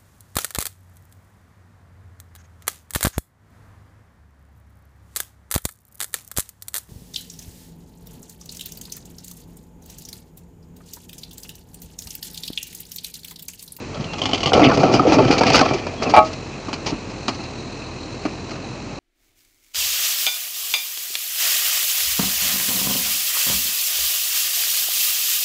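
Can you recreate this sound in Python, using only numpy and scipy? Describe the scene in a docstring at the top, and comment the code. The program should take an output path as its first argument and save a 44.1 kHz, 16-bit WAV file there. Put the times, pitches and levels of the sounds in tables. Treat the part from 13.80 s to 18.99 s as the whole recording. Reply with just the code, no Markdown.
"""Wrecked car rolled onto its roof

A wrecked car is pulled from its side over onto its roof in a gravel yard, with a tow truck running nearby.
The body snaps, buckles, thuds and grinds: random pushes and tiny slips shake ringing modes of the metal.
Slides groan or squeal as sagging tones, a loose steel part clanks, and the shell knocks as it settles.
Stones are showers of tiny random clicks; engine and hydraulics are filtered noise throbbing together over a hum."""
import sys
import numpy as np
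from scipy import signal
from scipy.fft import rfft, irfft
from scipy.io import wavfile

SR = 44100
rng = np.random.default_rng(int(sys.argv[2]) if len(sys.argv) > 2 else 0)


def pcm_store(signal):
    """Save signal as 16-bit PCM."""
    levels = np.round(np.clip(np.atleast_2d(signal), -1, 1) * 32767)
    wavfile.write(sys.argv[1], SR, levels.astype(np.int16).T)


N = 228855
TIME = np.arange(N) / SR  # seconds from the start of the scene
AGE = TIME[:SR // 3]  # seconds from the start of one short event


def undb(db):
    """Turn decibels into a gain."""
    return 10 ** (np.asarray(db) / 20)


def unit(x):
    """Scale to an average (rms) level of 1."""
    return x / np.sqrt(np.mean(x ** 2) + 1e-18)


def unit_hit(x):
    """Scale a hit to rms 1 over its first 25 ms."""
    return x / np.sqrt(np.mean(x[:SR // 40] ** 2) + 1e-18)


def add(out, s, x):
    """Mix x into out from time s, cutting off whatever runs past the end."""
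    i = max(int(s * SR), 0)
    out[i:i + len(x)] += x[:max(len(out) - i, 0)]


def through(x, response):
    """Let x excite an object with this response, keeping the length of x."""
    return signal.fftconvolve(x, response)[:len(x)]


def tone(points, size=4096):
    """Response of unit energy with a (Hz, dB) spectrum that acts as early as possible (minimum phase)."""
    hz, db = np.transpose(points)
    grid = np.maximum(np.arange(size // 2 + 1) * SR / size, 1)
    log_gain = np.log(undb(np.interp(np.log(grid), np.log(hz), db)))
    # folding the cepstrum forward in time leaves nothing before the hit
    cepstrum = irfft(log_gain)
    cepstrum[1:size // 2] *= 2
    cepstrum[size // 2 + 1:] = 0
    response = irfft(np.exp(rfft(cepstrum)))
    return response / np.linalg.norm(response)


# Three pitch ranges for boom, clang and crack. Each row: lowest and highest frequency in Hz.
REGISTER_EDGES = [(48, 450), (450, 1600), (1600, 12000)]


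def registers(x):
    """Split a sound into boom, clang and crack with band filters."""
    parts = []
    for edges in REGISTER_EDGES:
        band = signal.butter(3, edges, "band", fs=SR, output="sos")
        parts.append(signal.sosfilt(band, x))
    return parts


def wander(rate, size):
    """Random motion: straight lines between random points, rate points a second, with a spread near 1."""
    knots = rng.standard_normal(4096)
    return np.interp(TIME[:size] * rate, np.arange(len(knots)), knots)


def slips(rate, spread_db, size):
    """Tiny slips at random moments, about rate a second, of uneven force and either direction."""
    when = rng.random(size) < rate / SR
    force = undb(spread_db * np.minimum(rng.exponential(size=size), 4))
    return unit(when * force * rng.choice([-1, 1], size))


def blow(slip_s, slip_db, rate=3000):
    """One sharp push, plus a dying shower of slips whose energy is set relative to the push."""
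    push = slips(rate, 2.65, len(AGE)) * np.exp(-AGE / max(slip_s, .001))
    push *= undb(slip_db) / (np.linalg.norm(push) + 1e-9)
    push[0] += 1
    return push


def ring(modes, scatter_db, detune):
    """Fading tones of unit energy; each strike point weights and detunes them a little differently."""
    hz, db, t60 = np.transpose(modes)[:, :, None]
    weight, shift = rng.standard_normal((2, len(modes), 1))
    fade = undb(db + scatter_db * weight - 60 * AGE / t60)
    response = np.sum(fade * np.sin(2 * np.pi * hz * (1 + detune * shift) * AGE), axis=0)
    return response / np.linalg.norm(response)


def own_mode(hz, t60):
    """A single fading tone of unit energy, t60 being the seconds it takes to fall by 60 dB."""
    return ring([(hz, 0, t60)], scatter_db=0, detune=0)


# Notes at which the body shell rings.
# Each row: pitch in Hz, relative level in dB, time to fade by 60 dB in seconds; pitch and level then vary.
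SHELL_MODES = [(88, -37.5, .12), (116, -4.5, 0.5), (161, -5.5, 0.25), (207, -12, 0.06), (247, -21, .1),
               (278, 2.5, 0.45), (311.5, 2.5, 0.34), (333, -4.5, 0.17), (402.7, 4, 0.15), (487, -0.5, 0.33),
               (608.5, 1.5, 0.15), (686.4, 2, 0.21), (764, -4.5, 0.5), (850, 5, 0.096), (1077, 0, 0.14),
               (1165, -2.5, 0.18), (1270, -4, 0.32), (2084, -3, 0.13), (2420, 2, 0.16),
               (2780, -20.5, 0.039), (4200, -7, 0.024), (4360, -29, .06), (4700, -28, 0.074)]
# Colour of the dull crash made by the shell's many short notes. Each row: frequency in Hz, relative level in dB.
SHEET_COLOUR = [(45, -17), (100, -0.5), (290, 5.5), (550, 0.5), (760, 2), (1000, -8), (1300, -8),
                (1650, -23.5), (2450, -7), (3600, -23), (4600, -13), (6400, -25), (8000, -42),
                (10000, -54.5)]


def shell(sheet, ring_db, spread_db=2, spread_s=0.0035):
    """Response of the car body at one point: a dull crash and the ring of its panels."""
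    # bending waves bounce between the seams and spread each click over a few milliseconds
    bounces = rng.standard_normal(len(AGE)) * np.exp(-AGE / spread_s)
    bounces *= undb(spread_db) / np.linalg.norm(bounces)
    bounces[0] += 1
    crash = through(bounces, sheet)
    crash = crash / np.linalg.norm(crash)
    return crash + undb(ring_db) * ring(SHELL_MODES, scatter_db=8, detune=0.03)


HUM_HZ, HUM_DB = 46.5, -46  # both waver a little


def hum():
    """A deep idle hum lies under the yard: one sine whose pitch and level waver slightly."""
    phase = 2 * np.pi * np.cumsum(HUM_HZ * (1 + 0.0047 * wander(7.5, N))) / SR
    return undb(HUM_DB + 1.9 * wander(23.0, N)) * np.sqrt(2) * np.sin(phase)


# Steady engine tones. Each row: multiple of the firing rate, average level in dB relative to the rumble.
ENGINE_ORDERS = [(2, -11.5), (3, -13), (7, -25)]
# Colours of the engine rumble, the pump hiss and the valve hiss.
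# Each row: frequency in Hz, relative level in dB.
RUMBLE_COLOUR = [(35, -47), (55, -13.5), (75, -3), (100, 4), (170, 1.5), (320, 2.5), (500, -4),
                 (1100, -9.5), (1600, -18), (2200, -16.5), (3400, -24), (6000, -21.5), (7400, -27),
                 (9000, -56)]
PUMP_COLOUR = [(1500, -21), (2200, -22.5), (2560, -9), (2850, -20.5), (3400, -32), (9000, -41.5)]
VALVE_COLOUR = [(3000, -46.5), (3700, -11), (3920, 4), (4250, 4), (5000, -16.5), (6000, -8), (9000, -26)]
# the engine labours when the valve opens, then picks up again
IDLE_HZ, LABOUR_DROP_HZ = 44.8, 6  # firing rate and how far it sinks
VALVE_OPENS_S, VALVE_RISE_S, RECOVER_S = 3.36, 0.084, 1.6
RUMBLE_DB, PUMP_DB, VALVE_DB = -32.5, -44.5, -48  # base levels
VALVE_OPEN_DB = 4.5  # extra valve hiss at full opening
HISS_GROWS_DB, HISS_GROWS_S = 0.5, 3.2  # the hiss starts this many dB softer and grows to full level over these seconds
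PULL_RUMBLE_DB, PULL_RISE_S = 0.8, 0.5  # the engine runs a little louder while it hauls the car over
LABOUR_DB = -0.5  # and softer while it is slowed


def truck(throb=0.048, ripple=0.29, rumble_drift_db=0.38, hiss_drift_db=1.67):
    """The engine rumbles once per firing; the hydraulic pump and valve hiss in the same rhythm."""
    effort = np.interp(TIME - VALVE_OPENS_S, [0, VALVE_RISE_S, VALVE_RISE_S + RECOVER_S], [0, 1, 0])
    hz = IDLE_HZ - LABOUR_DROP_HZ * effort ** 2
    phase = 2 * np.pi * np.cumsum(hz * (1 + 0.014 * wander(20, N))) / SR

    bursts = rng.standard_normal(N) * (1 + throb * np.cos(phase))
    rumble = unit(through(bursts, tone(RUMBLE_COLOUR)))
    orders = 0
    for multiple, db in ENGINE_ORDERS:
        orders = orders + undb(db + 2 * wander(8.7, N)) * np.sqrt(2) * np.sin(round(multiple) * phase)
    # the extra loudness stops at once when the valve is fully open
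    hauling_db = np.interp(TIME, [0, PULL_RISE_S], [0, PULL_RUMBLE_DB])
    hauling_db = np.where(TIME > VALVE_OPENS_S + VALVE_RISE_S, 0, hauling_db)
    engine_db = RUMBLE_DB + hauling_db + LABOUR_DB * effort + rumble_drift_db * wander(5.17, N)
    out = undb(engine_db) * (rumble + orders)

    working_db = np.interp(TIME, [0, HISS_GROWS_S], [-HISS_GROWS_DB, 0])
    valve_db = VALVE_DB + VALVE_OPEN_DB * np.sqrt(effort)
    for colour, db in (PUMP_COLOUR, PUMP_DB), (VALVE_COLOUR, valve_db):
        flow = rng.standard_normal(N) * (1 + ripple * np.cos(phase))
        hiss = unit(through(flow, tone(colour)))
        out += undb(db + working_db + hiss_drift_db * wander(30, N)) * hiss
    return out


# Colour of moving stones, for the trickle and the crushed stones.
# Each row: frequency in Hz, relative level in dB.
STONE_COLOUR = [(200, 4.5), (1000, 2), (1600, -9.5), (2500, -1), (3600, -9), (4600, 0), (6500, -9),
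                (8000, -29), (10000, -31.5)]
# gravel keeps shifting under the roof, slightly less often as time goes on; pockets past the end go unheard
TRICKLE_FROM_S, TRICKLE_UNTIL_S = 1.8, 7.5
TRICKLE_DB, TRICKLE_FADE_S = -38, 0.0068  # average level before fading, fade time of one pocket


def trickle(scatter_db=2, count=14):
    """Small pockets of stones give way at random, each a quickly dying shower of clicks."""
    out, colour = np.zeros(N), tone(STONE_COLOUR)
    for _ in range(count):
        s = TRICKLE_FROM_S + (TRICKLE_UNTIL_S - TRICKLE_FROM_S) * rng.random() ** 1.2
        grains = slips(rate=2400, spread_db=3.0, size=len(AGE)) * np.exp(-AGE / TRICKLE_FADE_S)
        level = undb(TRICKLE_DB + scatter_db * rng.standard_normal())
        add(out, s, level * through(grains, colour))
    return out


# Stones crushed and pushed aside. Each row: start in seconds, length in seconds, level in dB before the swell.
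STONE_SHOWERS = [(0.753, 0.059, -27.5), (0.931, 0.042, -24), (0.993, 0.038, -26), (1.117, 0.068, -24),
                 (1.273, 0.056, -28), (1.319, 0.053, -19.5), (1.507, 0.064, -23), (1.578, 0.025, -16),
                 (1.663, 0.061, -25), (1.729, 0.031, -14), (1.747, 0.038, -10.5), (1.79, 0.0094, -12.5),
                 (1.807, 0.017, -15.5), (1.933, 0.024, -23), (2.225, 0.028, -23), (2.293, 0.032, -23),
                 (2.444, 0.056, -31), (2.528, 0.016, -30), (3.059, 0.031, -21), (3.075, 0.049, -26),
                 (3.297, 0.042, -37.5), (3.544, 0.022, -32), (3.634, 0.025, -35.5)]


def stones(clump_db=1):
    """Short showers of gravel grains that swell fast and thin out in clumps."""
    out, colour = np.zeros(N), tone(STONE_COLOUR)
    for s, length, db in STONE_SHOWERS:
        swell = np.sin(np.pi * np.minimum(AGE / length, 1) ** 0.61)
        clumps = undb(clump_db * wander(247, len(AGE)))
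        grains = slips(rate=6000, spread_db=-1.1, size=len(AGE))
        add(out, s, undb(db) * through(swell * clumps * grains, colour))
    return out


# Knocks of the wreck settling on its roof. Each row: start in seconds, level in dB,
# tilt towards the treble in dB per octave, time the gravel takes to yield in seconds.
SETTLING_KNOCKS = [(2.881, -27.5, -0.8, 0.0066), (2.929, -25, 2, 0.0015), (3.119, -22, -5.5, 0.0062),
                   (3.4808, -18.5, 1.5, 0.0011), (3.592, -31.5, -3.5, 0.0029), (4.4513, -19, -1.34, 0.0022),
                   (4.706, -31.5, 1, 0.0048), (4.753, -37, 0.5, 0.004)]
# Colour of a knock before the tilt. Each row: frequency in Hz, relative level in dB.
KNOCK_COLOUR = [(80, -20), (230, 2.5), (300, 5), (420, -8), (530, -13), (660, -2), (850, -3.5),
                (980, -10.5), (1170, -4), (1400, -10.5), (1800, -18), (2400, -13), (3000, -16.5),
                (3650, -27), (4250, -13), (5200, -21), (6700, -26), (9000, -49)]


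def knocks(rebound_s=0.0105, rebound_db=-5, scatter_s=0.029, scatter_db=2, ring_db=-12):
    """The resting shell drops a little onto gravel: a dry knock, one rebound and a scatter of small contacts."""
    out = np.zeros(N)
    for s, db, tilt, yield_s in SETTLING_KNOCKS:
        tilted = [(hz, level + tilt * np.log2(hz)) for hz, level in KNOCK_COLOUR]
        colour = tone(tilted, size=len(AGE))
        push = blow(slip_s=0.0057, slip_db=10, rate=9000) + blow(scatter_s, scatter_db, rate=6500)
        add(push, rebound_s, undb(rebound_db) * blow(slip_s=0.0069, slip_db=8, rate=9000))
        push *= np.minimum(AGE / yield_s, 1)  # soft gravel rounds the start
        body = colour + undb(ring_db) * ring(SHELL_MODES, scatter_db=5.0, detune=0.033)
        add(out, s, undb(db) * unit_hit(through(push, body)))
    return out


# Metal sliding on metal, from low groans to squeals. Each row: start in seconds, length in seconds,
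# starting pitch in Hz, average level in dB, share of the pitch lost as the slide slows.
SLIDES = [(0.264, 0.11, 2780, -39, 0.026), (0.802, 0.0456, 315, -10, 0.14),
          (0.819, 0.028, 2246, -22.5, 0.097), (0.828, 0.039, 3470, -26, 0.03),
          (0.837, 0.025, 2995, -16, 0.085), (0.836, 0.041, 4800, -30, 0.03),
          (0.851, 0.035, 2740, -21.5, 0.041), (1.251, 0.033, 501, -13.5, 0.046),
          (1.399, 0.027, 418, -12, 0.07), (1.411, 0.046, 259, -13.5, 0.052),
          (1.491, 0.018, 290, -11, 0.045), (2.174, 0.055, 3360, -42, 0.04),
          (2.253, 0.038, 2680, -33.5, 0.07), (2.38, 0.022, 2340, -40, 0.04),
          (2.406, 0.028, 2190, -39, 0.04)]


def squeals(flutter_db=4, light_rough=0.014, heavy_rough=0.128):
    """Sliding edges groan or sing briefly on a sagging note; louder slides have a rougher pitch, like a scrape."""
    out = np.zeros(N)
    for s, length, first_hz, db, sag in SLIDES:
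        travel = np.minimum(AGE / length, 1)
        rough = np.interp(db, [-35, -22], [light_rough, heavy_rough])
        hz = first_hz * (1 - sag * travel) * (1 + rough * wander(913, len(AGE)))
        swell = np.sqrt(2 * np.abs(np.sin(np.pi * travel)))
        grip = swell * undb(db + flutter_db * wander(489, len(AGE)))
        add(out, s, grip * np.sin(2 * np.pi * np.cumsum(hz) / SR))
    return out


# Notes of the loose steel part.
# Each row: pitch in Hz, relative level in dB, time to fade by 60 dB in seconds; pitch and level vary slightly.
CLANK_MODES = [(634, -6, 0.25), (730, 0, .12), (757, 1.5, 0.11), (834, 5.5, 0.098), (1115, -6.5, 0.15),
               (1272, -6, 0.17), (2190, -26, 0.08), (2337, -8, 0.058), (2540, -23, .08), (2730, -20, 0.12),
               (3900, -26, 0.1), (4270, -40, .1)]
# Colour of its rattle. Each row: frequency in Hz, relative level in dB.
RATTLE_COLOUR = [(150, -23), (500, -4.5), (780, 2), (1250, -5.5), (1650, -14.5), (2400, -8.5), (3500, -21),
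                 (4600, -16.5), (6500, -32), (9000, -57)]
CLANK_S, CLANK_DB = 2.3378, -7.5  # start, level


def clank(bounce_db=-9, rattle_db=-4.5, bounce_s=0.015, rattle_s=0.062, stop_s=0.055, contact_s=0.0013):
    """A loose steel part strikes hard, then bounces and rattles against the shell until it lies still."""
    out, part = np.zeros(N), ring(CLANK_MODES, scatter_db=-1.0, detune=0.0014)
    bounces = through(blow(bounce_s, slip_db=20, rate=240), part)
    taps = blow(rattle_s, slip_db=22, rate=2200) * np.exp(-(AGE / stop_s) ** 4)
    rattle = through(taps, tone(RATTLE_COLOUR))
    hit = unit_hit(part) + undb(bounce_db) * unit_hit(bounces) + undb(rattle_db) * unit_hit(rattle)
    # the yielding panel rounds the first contact
    add(out, CLANK_S, undb(CLANK_DB) * unit_hit(hit * np.minimum(AGE / contact_s, 1)))
    return out


# Wide panels taking the weight. Each row: start in seconds, pitch in Hz before the sag, level in dB,
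# level of the heave of the whole shell in dB, time to swell in seconds.
PANEL_THUDS = [(0.198, 200, -23, -19.5, 0.0049), (0.258, 172, -30, -35, .006), (0.659, 269, -26, -21, .006),
               (0.793, 300, -13, -30, .005), (0.866, 254, -9.5, -13.5, .005), (0.889, 258, -13, -32, .006),
               (0.992, 290, -24, -15.5, .005), (1.034, 380, -17.5, -22.5, .005),
               (1.054, 254, -14, -26, .005), (1.089, 350, -16.5, -32, .005), (1.14, 302, -15, -16.5, .007),
               (1.199, 285, -14.5, -21, .006), (1.273, 320, -15, -32, .005), (1.293, 339, -14, -22, .005),
               (1.32, 302, -15, -23, .006), (1.369, 285, -11.5, -32, .006), (1.385, 330, -20, -15, .005),
               (1.452, 370, -18, -13.5, .006), (1.571, 290, -18, -31, .005), (1.608, 300, -26, -27, .005),
               (1.661, 240, -20, -23, .004), (1.699, 302, -20, -21, .005), (1.744, 260, -24, -20, .005),
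               (1.908, 302, -25, -27, .005), (1.947, 360, -20, -41, .006), (2.2, 230, -24.5, -38, .005),
               (2.273, 269, -22, -31, .006)]
HEAVE_HZ = 142  # the whole shell's note, before scatter and sag
THUD_SAG = .06  # pitch slides from this share above the note to the same share below


def thuds(release=.8, rough=.04, heave_scatter=.05):
    """A wide panel gives way with one short, sagging note, and the whole shell heaves under it."""
    out = np.zeros(N)
    for s, hz, db, heave_db, swell_s in PANEL_THUDS:
        age = AGE / swell_s
        swell = (age * np.exp(1 - age)) ** release
        sag = THUD_SAG * (2 * np.exp(-age / 2) - 1)
        turn = 2 * np.pi * np.cumsum(1 + sag + rough * wander(400, len(AGE))) / SR
        heave_hz = HEAVE_HZ * (1 + heave_scatter * rng.standard_normal())
        panel = undb(db) * np.sin(hz * turn)
        heave = undb(heave_db) * np.sin(heave_hz * turn)
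        add(out, s, np.sqrt(2) * swell * (panel + heave))
    return out


# The weight bears on the roof and pushes it along the ground. Each row: start in seconds, end in seconds,
# load in dB, extra level of the grit under the roof in dB, release in dB per second.
ROOF_SHOVES = [(0.139, 0.205, -16, 2, 93), (0.41, 0.723, -17, -3, 68), (0.739, 0.867, 5.5, -1.5, 71),
               (0.95, 1.167, 2.5, -3.5, 31), (1.261, 1.382, 5, -2.5, 74), (1.434, 1.54, 2, 1.5, 41),
               (1.637, 1.813, 1, 4.5, 56), (2.206, 2.35, -5, 0.5, 89)]
LOAD_RISE_S = 0.0092


def roof_load():
    """Each shove builds quickly, holds, and dies away; returns the load and the part of it that crushes grit."""
    loads, grits = [], []
    for start, end, db, grit_db, release in ROOF_SHOVES:
        build = np.clip((TIME - start) / LOAD_RISE_S, 0, 1)
        load = build * undb(db - release * np.maximum(TIME - end, 0))
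        loads.append(load)
        grits.append(load * undb(grit_db))
    return np.max(loads, axis=0), np.max(grits, axis=0)


# Colour of gravel grinding under the roof. Each row: frequency in Hz, relative level in dB.
GRIT_COLOUR = [(700, -23), (1400, -5.5), (1900, 4), (2500, -2), (3100, 3), (3700, -6), (4500, -2),
               (6400, -8.5), (8000, -35), (10000, -37)]
JERKS_PER_S, JERK_SPREAD_DB = 110, 2.5  # the roof sticks and slips along the ground


def grinding(boom_db=-22, clang_db=-21.5, crackle_db=-34, gravel_db=-35, jerk_db=1.0, shift_db=3,
             gravel_jerk_db=4, count=6):
    """Contact points stick and slip in jerks, each shaking the shell in its own way; the gravel under them roars."""
    sheet, crunch, total = tone(SHEET_COLOUR), 0, 0
    for _ in range(count):
        load = undb(shift_db * wander(8.65, N))
        jerks = slips(JERKS_PER_S, JERK_SPREAD_DB, size=N) * undb(jerk_db * wander(70, N))
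        crunch = crunch + through(load * jerks, shell(sheet, ring_db=-4))
        total = total + load ** 2
    # together the contact points always carry the same weight
    boom, clang, crackle = map(unit, registers(crunch / np.sqrt(total)))
    grains = slips(rate=2500, spread_db=1.5, size=N) * undb(gravel_jerk_db * wander(90, N))
    gravel = unit(through(grains, tone(GRIT_COLOUR)))
    weight, grit = roof_load()
    metal = weight * (undb(boom_db) * boom + undb(clang_db) * clang)
    return metal + grit * (undb(crackle_db) * crackle + undb(gravel_db) * gravel)


# Sheet metal buckling. Each row: start in seconds, strength in dB before the boom, clang and crack settings,
# pitch of the dent in Hz, extra strength of the crack in dB, time the fold keeps slipping in seconds.
PANEL_BUCKLES = [(0.155, -30, 633, -19, 0.034), (0.333, -25, 826, -13, 0.012),
                 (0.719, -14, 780, -38, 0.0085), (0.733, -7.5, 762, -13.5, 0.0083),
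                 (0.749, -13.5, 770, -26, .016), (0.794, -7.5, 734, -15, .014),
                 (0.817, -10.5, 647, -12.5, 0.025), (0.846, -17, 800, -10, 0.0058),
                 (0.896, -16.5, 1040, -11, 0.0074), (0.913, -12.5, 815, -19, 0.0087),
                 (0.973, -18, 688, -5, 0.0073), (1.032, -6, 740, -16.5, 0.012),
                 (1.089, -24, 424, -19, 0.0055), (1.139, -14, 423, -3, 0.02),
                 (1.1945, -9.5, 720, -19, 0.0029), (1.297, -19, 595, -11, 0.02),
                 (1.321, -13, 790, -8, 0.016), (1.385, -6, 640, -16, 0.0088),
                 (1.448, -18.5, 730, -8, 0.0062), (1.505, -12, 425, -14.5, 0.0057),
                 (1.511, -12, 756, -4, 0.023), (1.608, -8.5, 510, -19, 0.0056),
                 (1.611, -12.5, 760, -10, 0.013), (1.634, -11.5, 940, -6.5, 0.0024),
                 (1.665, -13, 693, -3.5, 0.026), (1.701, -12, 525, -7, 0.0057),
                 (1.744, -13, 700, 1, 0.0072), (1.7481, -16, 1340, 1, 0.01), (1.778, -16, 820, -0.5, .006),
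                 (1.793, -13, 870, -4, .007), (1.812, -8.5, 757, -14, 0.0054),
                 (1.824, -11.5, 615, -19, 0.0082), (1.855, -15, 734, -14, 0.0059),
                 (1.91, -14.5, 397, -16, 0.029), (2.067, -21.5, 970, -9.5, .007),
                 (2.223, -17.5, 650, -7, .016), (2.258, -19, 394, -24, 0.013),
                 (2.276, -24, 630, -16, 0.017)]
DENT_OVERTONE = 1.735  # a dent's second note, as a multiple of its pitch


def buckles(boom_db=-13.5, clang_db=-5, crack_db=-4.0, dent_db=-1.5, dent_t60=0.06,
            overtone_db=-7, overtone_t60=.04, ring_db=-7, yield_s=0.00052):
    """Panels snap through; each dent rings at its own pitch while the fold slips on for a moment."""
    out, sheet = np.zeros(N), tone(SHEET_COLOUR)
    for s, db, dent_hz, extra_crack_db, slip_s in PANEL_BUCKLES:
        push = blow(slip_s, slip_db=4, rate=1600)
        overtone = own_mode(dent_hz * DENT_OVERTONE, overtone_t60)
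        dent = own_mode(dent_hz, dent_t60) + undb(overtone_db) * overtone
        body = shell(sheet, ring_db) + undb(dent_db) * dent
        hit = through(push, body) * np.minimum(AGE / yield_s, 1)
        boom, clang, crack = map(unit_hit, registers(hit))
        mix = undb(boom_db) * boom + undb(clang_db) * clang + undb(extra_crack_db + crack_db) * crack
        add(out, s, undb(db) * mix)
    return out


# Dry snaps of the body taking the load. Each row: start in seconds, strength in dB before the overall snap level.
BODY_SNAPS = [(0.145, -26.5), (0.2067, -28), (0.241, -23), (0.3334, -21), (0.383, -19), (0.417, -10.5),
              (0.436, -16), (0.4558, -10), (0.49, -16.5), (0.513, -18.5), (0.5321, -6.5), (0.5451, -12),
              (0.5544, -22), (0.5764, -17), (0.605, -16.5), (0.6312, -9.5), (0.6584, -7.5), (0.6717, -11),
              (0.6923, -16), (0.7333, -6.5)]
# Colour of a snap. 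Each row: frequency in Hz, relative level in dB.
SNAP_COLOUR = [(80, -4), (220, -5), (600, 2), (850, 1), (1350, -5), (1650, -22), (2150, 0.5), (2500, -12),
               (2900, 5), (3300, 5.5), (3700, -6), (4300, 1), (6400, -8), (8000, -25), (10000, -44.5)]
SEAM_HZ, PING_T60_S = 2937, .022  # all snaps come from one seam and ping near its pitch; time to fade by 60 dB


def snaps(snap_db=-11, ping_db=-2, ping_growth=0.87, thud_db=-8.0, ping_scatter=0.044, contact_s=0.0014,
          crackle_s=0.024, crackle_db=-7):
    """A strained seam cracks brightly; each crack jolts the shell and crackles on, and hard ones ping more."""
    out, colour, sheet = np.zeros(N), tone(SNAP_COLOUR), tone(SHEET_COLOUR)
    hardest_db = max(db for _, db in BODY_SNAPS)
    for s, db in BODY_SNAPS:
        push = blow(slip_s=0.0097, slip_db=3.5) + blow(crackle_s, crackle_db, rate=1100)
        ping = own_mode(SEAM_HZ * (1 + ping_scatter * rng.standard_normal()), PING_T60_S)
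        ping_level = undb(ping_db + ping_growth * (db - hardest_db))
        body = ping_level * ping + undb(thud_db) * shell(sheet, ring_db=3.0)
        crack = through(push, colour) + through(push, body)
        add(out, s, undb(db + snap_db) * unit_hit(crack * np.minimum(AGE / contact_s, 1)))
    return out


def scene():
    """The car going over, with the truck nearby, as one channel."""
    background = hum() + truck()
    ground = trickle() + stones() + knocks()
    metal = squeals() + clank() + thuds() + grinding() + buckles() + snaps()
    return (background + ground + metal)[None]


def record(dry, low_hz=38, dull_hz=9300, top_hz=16100):
    """A small camera: no deep bass, a dull top, and the loudest peaks overload."""
    x = signal.sosfilt(signal.butter(6, low_hz, "high", fs=SR, output="sos"), dry)
    x = signal.sosfilt(signal.ellip(8, .3, 70, dull_hz, fs=SR, output="sos"), x)
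    x = x / (1 + x ** 8) ** (1 / 8)  # bends peaks smoothly so that they stay within 1
    return signal.sosfilt(signal.ellip(8, .2, 70, top_hz, fs=SR, output="sos"), x)


dry = scene()
out = record(dry)
pcm_store(out)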